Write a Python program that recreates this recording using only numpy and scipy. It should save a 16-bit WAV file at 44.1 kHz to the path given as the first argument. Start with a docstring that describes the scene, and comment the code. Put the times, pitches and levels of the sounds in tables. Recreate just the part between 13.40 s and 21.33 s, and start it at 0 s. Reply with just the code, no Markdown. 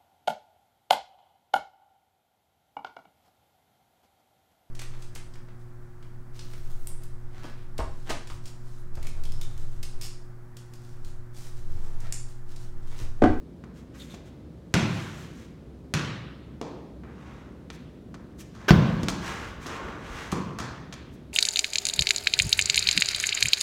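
"""A football in a large timber barn with a concrete floor. Shoes step, scuff and squeak; the ball bounces
hard twice: skin slaps, shell thumps, the air inside pings. The ball holder clatters over. A run-up,
a foot skids on the turf mat, and the kick sets off a deep boom. More scuffs and heavy steps follow,
and the ball drops back to the floor. Every blow rolls round the barn, over steady ventilation rumble."""
import sys
import numpy as np
from scipy import signal
from scipy.fft import rfft, irfft, next_fast_len
from scipy.io import wavfile
from scipy.ndimage import uniform_filter1d

SR = 44100
rng = np.random.default_rng(int(sys.argv[2]) if len(sys.argv) > 2 else 0)


def transcribe(signal):
    """Save signal, clipped to [-1, 1], as a 16-bit WAV file at the path in sys.argv[1]."""
    frames = np.atleast_2d(signal).T
    limited = np.clip(frames, -1, 1)
    pcm = np.round(limited * 32767).astype(np.int16)
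    wavfile.write(sys.argv[1], SR, pcm)


N = 349713

# blows on the ball: (time [s], slap [dB], slap tilt [dB/oct], slap cutoff [Hz], thump [dB],
# thump pitch [Hz], thump decay [s], pock [dB], pock pitch [Hz], air ring [dB], room send [dB])
BALL_BLOWS = [(1.3407, -23, 1, 16000, -19, 163, 0.0031, -37, 1140, -45.5, 7.5),
              (2.539, -27.5, 1.7, 17000, -25, 149.4, 0.0043, -48, 1240, -49, 7.5),
              (5.3069, -18.5, 0.5, 6000, -3, 176.3, 0.0039, -22.5, 1130, -37.5, -1.5),
              (6.9254, -34, -16, 6200, -22, 175.4, 0.0043, -32, 1090, -50, 3)]
# air modes inside the ball: (frequency [Hz], relative level [dB], T60 [s])
BALL_MODES = [(1025, 13, 0.091), (1210, 19, 0.14), (1360, 24, 0.11), (1510, 15, 0.074), (2250, 9, 0.12),
              (2630, 14, .13), (2770, -18, 0.069), (3650, -17, .08), (4300, 33, 0.078)]
# skin slap: (frequency [Hz], relative density [dB])
SLAP_SPECTRUM = [(40, -32), (150, -20), (350, 8.5), (700, -12.5), (1300, 1), (2000, -3), (3200, -6.5),
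                 (4800, -10.5), (6200, -10), (8500, -19), (16000, -35.5)]
# steps and holder knocks: (time [s], tap [dB], tap tilt [dB/oct], contact decay [s], clop pitch [Hz],
# thud [dB], thud pitch [Hz], room send [dB])
KNOCK_HITS = [(.239, -48, -4.5, 0.0046, 1270, -40.5, 198, -0.5),
              (.741, -46.5, -0.5, .011, 645, -49, 293, -0.5),
              (3.2141, -37, -2, 0.0024, 860, -37.5, 423, 4.5),
              (3.636, -52, -6, 0.0066, 1510, -46.5, 151, 8),
              (4.3023, -41, -2.5, 0.0052, 3180, -54, 253, -1),
              (4.743, -45.5, -2, 0.0066, 1370, -52, 200, -1),
              (5.150, -57.5, 0.5, 0.0047, 1500, -53, 150, 13), (5.214, -54, -2, 0.0044, 1410, -58, 150, 9),
              (5.6328, -38.5, 1.5, 0.0052, 5170, -24.5, 200, 1),
              (5.685, -26, -0.5, 0.0021, 3440, -50, 404, -8), (5.6885, -32, 2, 0.011, 1300, -63, 310, 5),
              (6.260, -37, 0.5, 0.019, 1350, -56, 300, 2.5), (6.487, -38, -8, 0.017, 1125, -44, 394, -7),
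              (6.918, -36.5, 4, 0.0077, 3000, -54, 200, 6),
              (7.1876, -37.5, 0.5, 0.0017, 1480, -47, 167, 10.5),
              (7.203, -41.5, 1.5, .0041, 2430, -31, 167, 2), (7.526, -39, -0.5, 0.012, 3500, -65, 253, 0.5)]
# contact tap: (frequency [Hz], relative density [dB])
TAP_SPECTRUM = [(60, -4), (300, 3), (700, -6.5), (1300, -2.5), (2200, -5), (3300, -6.5), (4800, -7.5),
                (6200, -6.5), (9500, -18.5), (16000, -30.5)]
# standing foot's skid: (frequency [Hz], relative density [dB])
SKID_SPECTRUM = [(80, -46), (250, -2), (400, 7.5), (600, -4), (1150, -1.5), (1520, 4.5), (1900, -8.5),
                 (3300, -8), (4800, -17), (6000, -13.5), (8000, -31), (16000, -29)]
# shoe and cloth strokes: (peak time [s], rise [s], level [dB], tilt [dB/oct])
SCUFF_STROKES = [(0.383, 0.023, -60, 4), (.555, 0.01, -52, 0.5), (0.614, 0.034, -54, 6),
                 (0.721, 0.03, -55.5, 4), (.872, 0.015, -61, 3.5), (1.58, 0.11, -48, 2.5),
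                 (1.80, 0.058, -52.5, 3.5), (1.99, 0.055, -58, 3.5), (3.69, 0.03, -54, -9),
                 (3.89, 0.12, -53.5, -3), (4.342, .013, -54, 4), (5.006, .012, -48, 6.5),
                 (5.47, 0.17, -45.5, -2), (5.88, 0.043, -36, -0.5), (5.99, 0.076, -42.5, -0.5),
                 (6.23, 0.016, -48, 2), (6.325, .048, -38.5, -2), (6.48, 0.093, -43, -4),
                 (6.70, 0.062, -45, -1), (6.81, 0.056, -40.5, -0.5), (7.742, 0.013, -64, 9)]
# sliding friction: (frequency [Hz], relative density [dB])
RUB_SPECTRUM = [(60, -13), (350, -1), (700, -5), (1100, 2.5), (1700, 1), (2500, -3), (3700, -8),
                (4900, -12), (6200, -9.5), (10000, -23), (12000, -25.5), (16000, -32.5)]
# sole catching on concrete: (time [s], level [dB])
SOLE_CATCHES = [(0.593, -49.5), (.695, -55)]
# booms of the kick and heaviest footfalls: (time [s], level [dB])
BOOM_HITS = [(5.308, -24.5), (6.441, -43), (6.699, -42)]
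# building's boom: (frequency [Hz], relative density [dB])
BOOM_SPECTRUM = [(22, -44), (36, -5.5), (50, -8), (72, -9), (110, -13), (300, -61)]
# first wall echoes: (delay [s], gain before barn colour [dB])
WALL_ECHOES = [(.0025, -20.5), (.0115, -15.5), (.013, -17.5), (.036, -23.5), (.054, -25.5)]
# barn decay: (frequency [Hz], T60 [s])
BARN_DECAY = [(80, 1.62), (180, 1.04), (500, 1.205), (1400, 1.087), (3500, 1.07), (6000, 0.67),
              (10000, 0.51), (16000, 0.57)]
# barn colour: (frequency [Hz], gain [dB])
BARN_EQ = [(40, -15), (100, 1), (180, -0.5), (400, 3.5), (1200, 1), (3500, -2), (7000, -4.5),
           (14000, -10.5)]
# ventilation rumble: (frequency [Hz], relative density [dB])
VENT_SPECTRUM = [(15, -75.5), (25, -27), (55, -1.5), (97, -6.5), (157, -1.5), (212, -4.5), (242, -4),
                 (344, -9), (394, -12.5), (545, -17), (775, -27), (2690, -41.5), (3920, -41.5), (4870, -45),
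                 (16000, -57.5)]


def ball(overtone_ratio=2.6, overtone_db=-16, flex_delay_s=0.0005, scrape_db=-4, scrape_s=0.0058):
    """The skin slaps and pocks, the whole ball flexes with a thump, the air inside pings."""
    out, t = np.zeros(N), np.arange(SR // 3) / SR
    ring = sum(amp(db) * np.exp(-np.log(1000) * t / t60_s) * np.sin(2 * np.pi * hz * t)
               for hz, db, t60_s in BALL_MODES)
    for (at_s, slap_db, tilt_db_oct, cutoff_hz, thump_db, thump_hz, thump_s,
         pock_db, pock_hz, ring_db, room_db) in BALL_BLOWS:
        soften = signal.butter(3, cutoff_hz, fs=SR, output="sos")  # softer contact, duller slap
        slap = signal.sosfilt(soften, click(SLAP_SPECTRUM, tilt_db_oct))
        blow = sized(ring, ring_db)
        add(blow, 0, sized(slap, slap_db))
        add(blow, 0, sized(thump(pock_hz, 1.23 / pock_hz), pock_db))
        add(blow, flex_delay_s, sized(thump(thump_hz, thump_s), thump_db))
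        overtone = thump(thump_hz * overtone_ratio, thump_s / 2)
        add(blow, flex_delay_s, sized(overtone, thump_db + overtone_db))
        add(out, at_s, blow)
        add(out, at_s, amp(room_db) * barn(blow))
        # pebbled skin scrapes while squashed
        slips = grit(len(t), spread_db=4) * np.exp(-t / scrape_s)
        add(out, at_s, sized(signal.fftconvolve(slips, slap), slap_db + scrape_db))
    return out


def knocks(tick_db=4, tick_s=0.0077, clop_db=-2.5, clop_db_oct=-4, clop_cycles=0.35, thud_cycles=0.31):
    """Shoes and holder strike: a contact tick and crunch, a hollow clop, the thud of the weight."""
    near, send, t = np.zeros(N), np.zeros(N), np.arange(SR // 8) / SR
    for at_s, tap_db, tilt_db_oct, contact_s, clop_hz, thud_db, thud_hz, room_db in KNOCK_HITS:
        tap = click(TAP_SPECTRUM, tilt_db_oct)
        # longer contact: softer start, less tick
        press = np.exp(-t / contact_s) * (1 - np.exp(-4 * t / contact_s))
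        contact = sized(grit(len(t), spread_db=4) * press, 0)
        add(contact, 0, sized(np.ones(1), tick_db) * np.exp(-contact_s / tick_s))
        hollow_db = clop_db + clop_db_oct * np.log2(clop_hz / 1000)  # smaller hollows are weaker
        clop = sized(thump(clop_hz, clop_cycles / clop_hz), tap_db + hollow_db)
        thud = sized(thump(thud_hz, thud_cycles / thud_hz), thud_db)
        body = clop + thud
        add(near, at_s, body)
        add(near, at_s, sized(signal.fftconvolve(contact, tap), tap_db))
        # the barn blurs the crunch into one smooth blow
        add(send, at_s, amp(room_db) * body)
        add(send, at_s, sized(tap, tap_db + room_db))
    return near + barn(send)[:N]


def planted_foot(at_s=5.2805, skid_db=-19, bite_db=5.5, bite_after_s=0.0126, bite_s=0.0024, room_db=-8):
    """The standing foot skids on the turf mat just before the kick, gripping hardest midway."""
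    t = np.arange(N) / SR - at_s
    bite = np.exp(-((t - bite_after_s) / bite_s) ** 2)
    slide = envelope(at_s, attack_s=0.0041, hold_s=0.019, release_s=0.0099)
    skid = noise(SKID_SPECTRUM) * amp(skid_db + bite_db * bite) * slide
    return skid + amp(room_db) * barn(skid)[:N]


def scuffs(clump_db=1.0, fall_ratio=1.18, room_db=-0.5):
    """Soles and cloth slide: grainy friction that catches in clumps, swelling and fading per stroke."""
    near, t = np.zeros(N), np.arange(-SR // 3, SR // 3) / SR
    for peak_s, rise_s, db, tilt_db_oct in SCUFF_STROKES:
        clumps = amp(clump_db * unit_rms(uniform_filter1d(rng.standard_normal(len(t)), size=220)))
        slips = clumps * grit(len(t), spread_db=2)
        rub = unit_rms(signal.fftconvolve(slips, click(RUB_SPECTRUM, tilt_db_oct))[:len(t)])
        stroke = np.exp(-0.5 * (t / np.where(t < 0, rise_s, fall_ratio * rise_s)) ** 2)
        add(near, peak_s + t[0], amp(db) * rub * stroke)
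    return near + amp(room_db) * barn(near)[:N]


def squeaks(hz=3650, width_ratio=0.18, room_db=-7):
    """Rubber sticks and slips on concrete: brief narrow-band noise."""
    band = [(hz / 2, -50), (hz * (1 - width_ratio), -14), (hz, 0),
            (hz * (1 + width_ratio), -14), (hz * 2, -50)]
    catches = sum(amp(db) * envelope(at_s, attack_s=0.0078, hold_s=0.029, release_s=0.014)
                  for at_s, db in SOLE_CATCHES)
    chirps = noise(band) * catches
    return chirps + amp(room_db) * barn(chirps)[:N]


def booms(push_hz=66, push_s=0.0096, push_db=9.5, attack_s=0.0057, hold_s=0.036, linger_db=-14.5):
    """A heavy blow shoves the air; the building answers with a short deep boom that lingers faintly."""
    power, push = np.zeros(N), np.zeros(N)
    for at_s, db in BOOM_HITS:
        add(push, at_s, sized(thump(push_hz, push_s), db + push_db))
        burst = envelope(at_s, attack_s, hold_s, release_s=0.045)
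        linger = amp(linger_db) * envelope(at_s, attack_s, hold_s, release_s=0.86)
        power += amp(db) ** 2 * (burst ** 2 + linger ** 2)
    return push + noise(BOOM_SPECTRUM) * np.sqrt(power)


def barn(x, build_s=0.00054, cluster_s=0.056, cluster_width_s=0.0017, cluster_db=-4, patch_db=3.5):
    """Reverberation of x: wall echoes, then a dense, lumpy tail whose treble dies first."""
    size = 3 * SR // 2
    hz, t, bands = signal.stft(rng.standard_normal(size), SR, nperseg=256)
    # many overlapping paths even out the bands
    power = abs(bands) ** 2
    bands /= np.sqrt(uniform_filter1d(power, size=15, axis=1) / np.mean(power) + 1e-9)
    # posts and parked machines scatter short waves into patches
    patches = unit_rms(uniform_filter1d(rng.standard_normal(bands.shape), size=14, axis=1))
    bands *= amp(patch_db * patches * (hz / (hz + 400))[:, None])
    # far wall and roof echoes return together
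    cluster = amp(cluster_db) * np.exp(-((t - cluster_s) / cluster_width_s) ** 2)
    swell = 1 - np.exp(-t / build_s) + cluster
    decay = np.exp(-np.log(1000) * t / lookup(BARN_DECAY, hz)[:, None])
    response = signal.istft(bands * swell * decay, SR, nperseg=256)[1] * np.sqrt(10.5 / SR)
    for delay_s, db in WALL_ECHOES:
        add(response, delay_s, amp([db]))
    colour = amp(lookup(BARN_EQ, np.fft.rfftfreq(2 * SR, 1 / SR)))
    response = irfft(rfft(response, 2 * SR) * colour)[:size]
    return signal.fftconvolve(x, response)


def ventilation(rumble_db=-44.5, hum_hz=67, hum_db=-54, waver_rad=1.13):
    """Steady ventilation rumble with a wavering low hum."""
    waver = noise([(0, 0), (3, 0), (12, -40), (60, -120)])
    hum = np.sqrt(2) * np.sin(2 * np.pi * hum_hz * np.arange(N) / SR + waver_rad * waver)
    return amp(rumble_db) * noise(VENT_SPECTRUM) + amp(hum_db) * hum


def thump(hz, decay_s):
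    """A push that swells and dies within a few cycles, moving no net air."""
    t = np.arange(SR // 8) / SR
    swell = np.sqrt(t / decay_s) * np.exp(-t / decay_s)
    swing = np.sin(2 * np.pi * hz * t)
    return swell * (swing - np.average(swing, weights=swell))


def click(spectrum, tilt_db_oct, size=4096):
    """Minimum-phase pulse with this spectrum, tilted about 2 kHz."""
    hz = abs(np.fft.fftfreq(size, 1 / SR))
    octaves = np.log2(np.maximum(hz, 500) / 2000)
    log_gain = np.log(amp(lookup(spectrum, hz) + tilt_db_oct * octaves))
    return np.fft.ifft(np.exp(np.conj(signal.hilbert(log_gain)))).real[:size // 2]


def grit(size, spread_db):
    """Dense run of tiny uneven slips."""
    grains = rng.standard_normal(size)
    grain_db = spread_db * np.repeat(rng.standard_normal(size // 32 + 1), 32)[:size]
    return grains * amp(grain_db)


def noise(spectrum):
    """Steady noise with this spectrum, rms 1."""
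    size = next_fast_len(N)
    gain = amp(lookup(spectrum, np.fft.rfftfreq(size, 1 / SR)))
    return unit_rms(irfft(rfft(rng.standard_normal(size)) * gain, size)[:N])


def envelope(start_s, attack_s, hold_s, release_s):
    """Linear rise; exponential decay from hold_s after the start."""
    t = np.arange(N) / SR - start_s
    return np.clip(t / attack_s, 0, 1) * np.exp(-np.maximum(t - hold_s, 0) / release_s)


def amp(db):
    """Decibels to gain."""
    return 10 ** (np.asarray(db) / 20)


def unit_rms(x):
    """Scales to rms 1."""
    return x / np.sqrt(np.mean(x ** 2) + 1e-20)


def sized(x, db):
    """Scales to the energy of 10 ms at this level."""
    return amp(db) * x / np.sqrt(np.sum(x ** 2) * 100 / SR + 1e-20)


def lookup(table, hz):
    """Interpolates over log frequency."""
    table_hz, values = np.transpose(table)
    return np.interp(np.log(hz + 1), np.log(table_hz + 1), values)


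def add(mix, at_s, sound):
    """Mixes a sound in, in place."""
    part = mix[max(round(at_s * SR), 0):][:len(sound)]
    part += sound[:len(part)]


def scene():
    """All sources at one microphone on the floor behind the ball."""
    return (ball() + knocks() + scuffs() + squeaks() + planted_foot() + ventilation() + booms())[None]


def record(dry, low_hz=30, high_hz=16200):
    """Microphone bass cut, soft peak clipping, band limit."""
    heard = signal.sosfilt(signal.butter(2, low_hz, "highpass", fs=SR, output="sos"), dry)
    clipped = 0.95 * heard / (1 + abs(heard) ** 6) ** (1 / 6)
    lowpass = signal.firwin(511, high_hz, window=("kaiser", 9), fs=SR)
    return signal.oaconvolve(clipped, lowpass[None], "same")


dry = scene()
out = record(dry)
transcribe(out)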